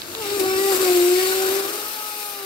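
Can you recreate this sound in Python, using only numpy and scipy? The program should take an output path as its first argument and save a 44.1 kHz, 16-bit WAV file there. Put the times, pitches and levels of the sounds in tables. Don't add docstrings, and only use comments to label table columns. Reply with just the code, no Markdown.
import sys
import numpy as np
from scipy import signal
from scipy.fft import rfft, irfft
from scipy.io import wavfile

SR = 44100
rng = np.random.default_rng(int(sys.argv[2]) if len(sys.argv) > 2 else 0)


def generate_wav(signal):
    frames = np.transpose(np.atleast_2d(signal))
    scaled = np.clip(frames, -1, 1) * 32767
    pcm = np.round(scaled).astype(np.int16)
    wavfile.write(sys.argv[1], SR, pcm)


N = 108045
T = np.arange(N) / SR
HZ = np.maximum(np.arange(N // 2 + 1) * SR / N, 1)

# time in seconds, pitch in Hz.
LIP_PITCH = [(.14, 440), (.2, 451.7), (.25, 403.8), (.31, 402.3), (.35, 413.4), (.41, 378), (.56, 381),
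             (.65, 394), (.71, 390.2), (.755, 364.4), (.79, 381.1), (.88, 364), (1.01, 351.7),
             (1.13, 360.5), (1.21, 373.6), (1.36, 381.7), (1.49, 380), (1.53, 391), (1.66, 394.7),
             (1.7, 411), (1.82, 416.7), (1.95, 428.3), (2.05, 422.8), (2.28, 414.7), (2.45, 390.6)]
# time in seconds, factor on jitter and flicker.
LIP_ROUGHNESS = [(0, 1.5), (.42, 0.86), (.52, 0.81), (.7, 0.65), (.8, 1.25), (.92, 0.87), (1.1, 0.55),
                 (1.3, 0.87), (1.55, 1.1), (1.72, 2.03), (1.92, 0.71), (2.2, 0.28), (2.45, 0.4)]
# time in seconds, treble and middle level in dB before their trims.
HISS_LEVELS = [(0.0, -50, -41), (0.09, -44.5, -42), (0.21, -41, -37.5), (0.23, -37.5, -32.5),
               (0.31, -37, -30.5), (0.39, -33.5, -35.5), (0.4, -31, -30.5), (0.42, -35.5, -34),
               (0.57, -34.5, -31.5), (0.61, -33, -33), (0.75, -26.5, -27.5), (0.78, -30.5, -31.5),
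               (0.87, -28, -29.5), (1.12, -31, -30.5), (1.19, -28.5, -28), (1.49, -30.5, -32),
               (1.55, -29, -30.5), (1.63, -32.5, -34.5), (2.3, -32, -38.5), (2.45, -38, -39.5)]


def from_db(db):
    return 10 ** (np.asarray(db) / 20)


def rms_one(x):
    return x / np.sqrt(np.mean(x ** 2) + 1e-20)


def in_time(rows, column=1):
    rows = np.array(rows)
    return np.interp(T, rows[:, 0], rows[:, column])


def at_hz(points):
    hz, value = np.transpose(points)
    return np.interp(np.log(HZ), np.log(hz), value)


def drift(rate_hz):
    spectrum = rfft(rng.standard_normal(N))
    return rms_one(irfft(spectrum / (1 + (HZ / rate_hz) ** 2), N))


def air(colour):
    # frequency in Hz, correlation from 0 to 1.
    likeness = [(60, 0.69), (400, 0.81), (1300, 0.57), (2300, 0.22), (3500, 0.44), (6000, 0.21),
                (9000, 0.13), (12000, 0.086), (15000, .2)]
    alike = np.clip(at_hz(likeness), 0, 1)
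    left, unrelated = rfft(rng.standard_normal((2, N))) * from_db(at_hz(colour))
    right = alike * left + np.sqrt(1 - alike ** 2) * unrelated
    return rms_one(irfft(np.array([left, right]), N))


def lip_flutter(jitter_rad=0.085):
    jitter = jitter_rad * in_time(LIP_ROUGHNESS) * drift(46)
    return 2 * np.pi * np.cumsum(in_time(LIP_PITCH)) / SR + jitter


def jet_hiss(phase, tick_hz=45):
    # frequency in Hz, relative level in dB.
    treble_colour = [(200, -60), (4500, -9), (6200, -5.5), (7400, 0), (8500, 1.5), (9600, -3), (10800, -5),
                     (12400, 0), (14000, -.5), (15600, -6.5)]
    middle_colour = [(200, -76), (1300, -7), (1900, -3), (2300, 2), (2750, 2.5), (3200, 0), (3700, 1.5),
                     (4600, 1), (5700, -3), (6400, -6.5), (8000, -5.5)]
    # time in seconds, depth from 0 to 1.
    chop_depth = [(0, 1), (.4, 0.13), (.72, 0.82), (.92, 0.96), (1.25, 0.47), (1.7, 0.7), (2.05, 0.1),
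                  (2.3, 0.01)]
    opening = np.cos(phase) + 0.89 * np.cos(2 * phase)
    puffs = rms_one(np.exp(in_time(chop_depth) * opening / 2))
    treble_gain = from_db(in_time(HISS_LEVELS) + 6)
    middle_gain = from_db(in_time(HISS_LEVELS, column=2) + 4.5)
    treble = treble_gain * relaxed_hollow(slit_resonances(air(treble_colour)))
    middle = middle_gain * slit_resonances(air(middle_colour))
    ticks = (rng.random(N) < tick_hz / SR) * rng.standard_normal(N) * from_db(6.5)
    snaps = treble_gain * signal.lfilter([1, -1], [1, -.7, .25], ticks)
    flow_db = spurts_db() + 0.26 * stalls_db() + 0.79 * drift(77)
    return (treble + middle + snaps) * puffs * from_db(flow_db)


def slit_resonances(noise, combs=9, band_hz=330, swell_db=1.6):
    comb_of_bin = (HZ // band_hz) % combs
    spectrum = rfft(noise)
    bands = (irfft(spectrum * (comb_of_bin == k), N) for k in range(combs))
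    return rms_one(sum(band * from_db(swell_db * drift(9)) for band in bands))


def turbulence():
    # time in seconds, level in dB before the trim.
    boom_level = [(0, -48.5), (.37, -36.5), (.415, -25), (.52, -47), (.6, -31.5), (.7, -40), (.79, -29),
                  (.92, -39), (1.3, -58), (1.5, -42.5), (1.65, -38), (1.8, -43), (1.92, -53), (2.45, -69)]
    rush_level = [(0.0, -43.5), (0.59, -37), (0.68, -42), (0.72, -30), (1.17, -38), (1.49, -33),
                  (2.22, -43.5), (2.45, -41.5)]
    rumble_level = [(0.0, -49.5), (0.55, -45.5), (0.62, -52), (1.49, -53.5), (1.51, -39), (1.55, -58),
                    (2.24, -66), (2.45, -60)]
    # frequency in Hz, relative level in dB.
    boom_colour = [(100, -47), (200, -23.5), (280, -13), (345, 3.5), (410, -6), (470, -12.5), (600, -16.5),
                   (1000, -28)]
    rush_colour = [(30, -38), (130, -21.5), (220, -7), (450, -0.5), (570, -1), (660, -2), (800, -5.5),
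                   (1000, -3.5), (1230, -1), (1550, 0.5), (1850, -5), (2600, -17)]
    rumble_colour = [(22, -42), (45, -14), (65, -7.5), (120, -3), (160, -11), (300, -1.5), (600, -43)]
    boom = from_db(in_time(boom_level) + 4) * air(boom_colour)
    rush = from_db(in_time(rush_level) + 2) * air(rush_colour)
    rumble = from_db(in_time(rumble_level) + 2.5 + 0.83 * drift(15)) * air(rumble_colour)
    return boom + rush + rumble


def foil_crinkles(decay_s=0.0013, left_db=-7, right_db=2):
    # start in seconds, peak in dB before the left and right trims.
    crackles = [(0.018, -17), (0.117, -19.5), (0.15, -16.5), (0.221, -22), (0.723, -16)]
    # frequency in Hz, relative level in dB.
    foil_colour = [(300, -15), (1200, -6), (2000, -9), (3100, 5), (4400, 3.5), (6000, -10), (15000, -8)]
    bursts = sum(from_db(db) * (T >= s) * np.exp(-np.abs(T - s) / decay_s) for s, db in crackles)
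    return bursts * air(foil_colour) * from_db([[left_db], [right_db]])


def slit_whistle(width_hz=45, octave_db=-8):
    # time in seconds, pitch in Hz, level in dB.
    glide = [(.08, 6500, -54), (.135, 7030, -39), (.17, 7130, -39), (.22, 7350, -48), (.32, 8150, -39),
             (.38, 8400, -46)]
    phase = 2 * np.pi * np.cumsum(in_time(glide)) / SR
    tone = 0
    for k, db in (1, 0), (2, octave_db):
        narrow_noise = drift(width_hz) * np.cos(k * phase) + drift(width_hz) * np.sin(k * phase)
        tone += from_db(db) * narrow_noise
    return from_db(in_time(glide, column=2)) * tone * (T < glide[-1][0])


def valve_hum(phase, wander_rad=.43, flicker_db=3.5):
    # time in seconds, level in dB.
    hum_level = [(0, -64), (.13, -47.5), (.19, -33.5), (.26, -31.5), (.33, -25), (.385, -21.5), (.412, -18),
                 (.44, -22), (.52, -21.5), (.68, -19), (.83, -21), (.91, -15.5), (1.14, -15), (1.21, -20),
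                 (1.33, -23), (1.41, -21), (1.6, -23.5), (1.69, -31), (1.8, -38), (1.85, -48), (2.05, -50),
                 (2.2, -44.5), (2.32, -47), (2.45, -35.5)]
    # time in seconds, level in dB.
    growl_level = [(.7, -60), (.88, -41.5), (1.2, -56), (1.33, -43), (1.53, -41.5), (1.72, -75)]
    # time in seconds, second and third harmonic in dB before flicker.
    slap_levels = [(.12, -60, -70), (.2, -42, -44), (.3, -39, -39.5), (.41, -34.5, -39),
                   (.55, -35.5, -35.5), (.7, -31, -38.5), (.8, -41, -33), (.89, -30, -40),
                   (1.04, -35.5, -52), (1.24, -37.5, -40.5), (1.38, -34.5, -49.5), (1.58, -39, -41.5),
                   (1.7, -41.5, -38), (1.83, -45, -42), (1.96, -42, -45), (2.06, -42, -34.5),
                   (2.15, -41.5, -46.5), (2.3, -41.5, -41.5), (2.45, -44.5, -45.5)]
    rough = in_time(LIP_ROUGHNESS)
    shimmer_db = rough * drift(47)
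    tone = from_db(in_time(hum_level) + 0.26 * spurts_db() + shimmer_db) * np.cos(phase)
    tone += from_db(in_time(growl_level)) * np.cos(1.5 * phase)
    slap_gains = [from_db(in_time(slap_levels, column)) for column in (1, 2)]
    buzz_gains = [buzz_gain(k) for k in range(4, 15)]
    for k, gain in enumerate(slap_gains + buzz_gains, 2):
        wander = wander_rad * rough * drift(21) + rng.normal(0, 1)
        flicker = from_db(flicker_db * np.minimum(rough, 1) * (drift(32) - 0.29))
        tone += gain * flicker * np.cos(k * phase + wander)
    return np.sqrt(2) * tone * from_db(stalls_db())


def buzz_gain(harmonic):
    # centre in seconds, length in seconds, frequency in Hz, level in dB.
    resonances = [(0.53, .22, 1520, -37.5), (0.516, .13, 2280, -38), (0.541, .12, 5320, -43),
                  (.55, 0.14, 2660, -41), (0.653, 0.21, 1950, -36), (0.659, 0.19, 4700, -42),
                  (0.856, 0.13, 2220, -42), (1.211, 0.15, 4470, -38.5), (1.234, 0.17, 1870, -39),
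                  (1.232, 0.14, 2250, -38), (1.4, 0.33, 1530, -39), (2.21, 0.24, 2510, -47.5)]
    gain = from_db(in_time(HISS_LEVELS, column=2) - 17.5)
    for centre, length, hz, db in resonances:
        pitch_hz = np.interp(centre, *np.transpose(LIP_PITCH))
        if round(hz / pitch_hz) == harmonic:
            gain += from_db(db) * np.exp(-np.abs(2 * (T - centre) / length) ** 3)
    return gain


def stalls_db(length_s=0.017):
    # centre in seconds, dip of the hum in dB.
    stalls = [(0.386, -3), (.786, -12), (.935, -3), (1.623, -4), (1.672, -12), (1.719, -17), (1.772, -7)]
    return sum(db * np.exp(-(2 * (T - centre) / length_s) ** 2) for centre, db in stalls)


def spurts_db():
    # centre in seconds, length in seconds, boost of the hiss in dB.
    spurts = [(0.401, 0.017, 4.5), (0.582, 0.043, 2), (1.601, .012, 2)]
    return sum(db * np.exp(-(2 * (T - centre) / length) ** 2) for centre, length, db in spurts)


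def relaxed_hollow(noise, fade_s=(1.35, 1.9), centre_hz=7556, width_hz=1100, depth_db=-9):
    dip = from_db(depth_db * np.exp(-((HZ - centre_hz) / width_hz) ** 2))
    hollow = irfft(rfft(noise) * dip, N)
    return noise + np.interp(T, fade_s, [0, 1]) * (hollow - noise)


def scene():
    # frequency in Hz, gain in dB.
    right_shade = [(60, 2.9), (160, 0), (380, -2.2), (700, 0.8), (1500, 1), (2600, -4.5), (3800, -2.5),
                   (6000, -3.5), (7200, -9), (8200, -24), (10000, -25), (11300, -11), (12300, -11),
                   (13600, -18), (15500, -9)]
    # frequency in Hz, phase lag in radians.
    right_lag = [(100, -1), (400, 0.7), (800, 0.83), (1400, 1.73), (1800, 4), (2300, 4.5), (2700, 7),
                 (3200, 9), (4200, 13.5), (5000, 13), (6300, 15), (8500, 21), (10500, 27.5), (13000, 33.5)]
    phase = lip_flutter()
    left, right = valve_hum(phase) + jet_hiss(phase) + turbulence() + slit_whistle() + foil_crinkles()
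    far_side = from_db(at_hz(right_shade)) * np.exp(-1j * at_hz(right_lag))
    return np.array([left, irfft(rfft(right) * far_side, N)])


def record(dry):
    cutoff_hz = 15720
    return signal.sosfilt(signal.ellip(12, .1, 80, cutoff_hz, fs=SR, output="sos"), dry)


dry = scene()
out = record(dry)
generate_wav(out)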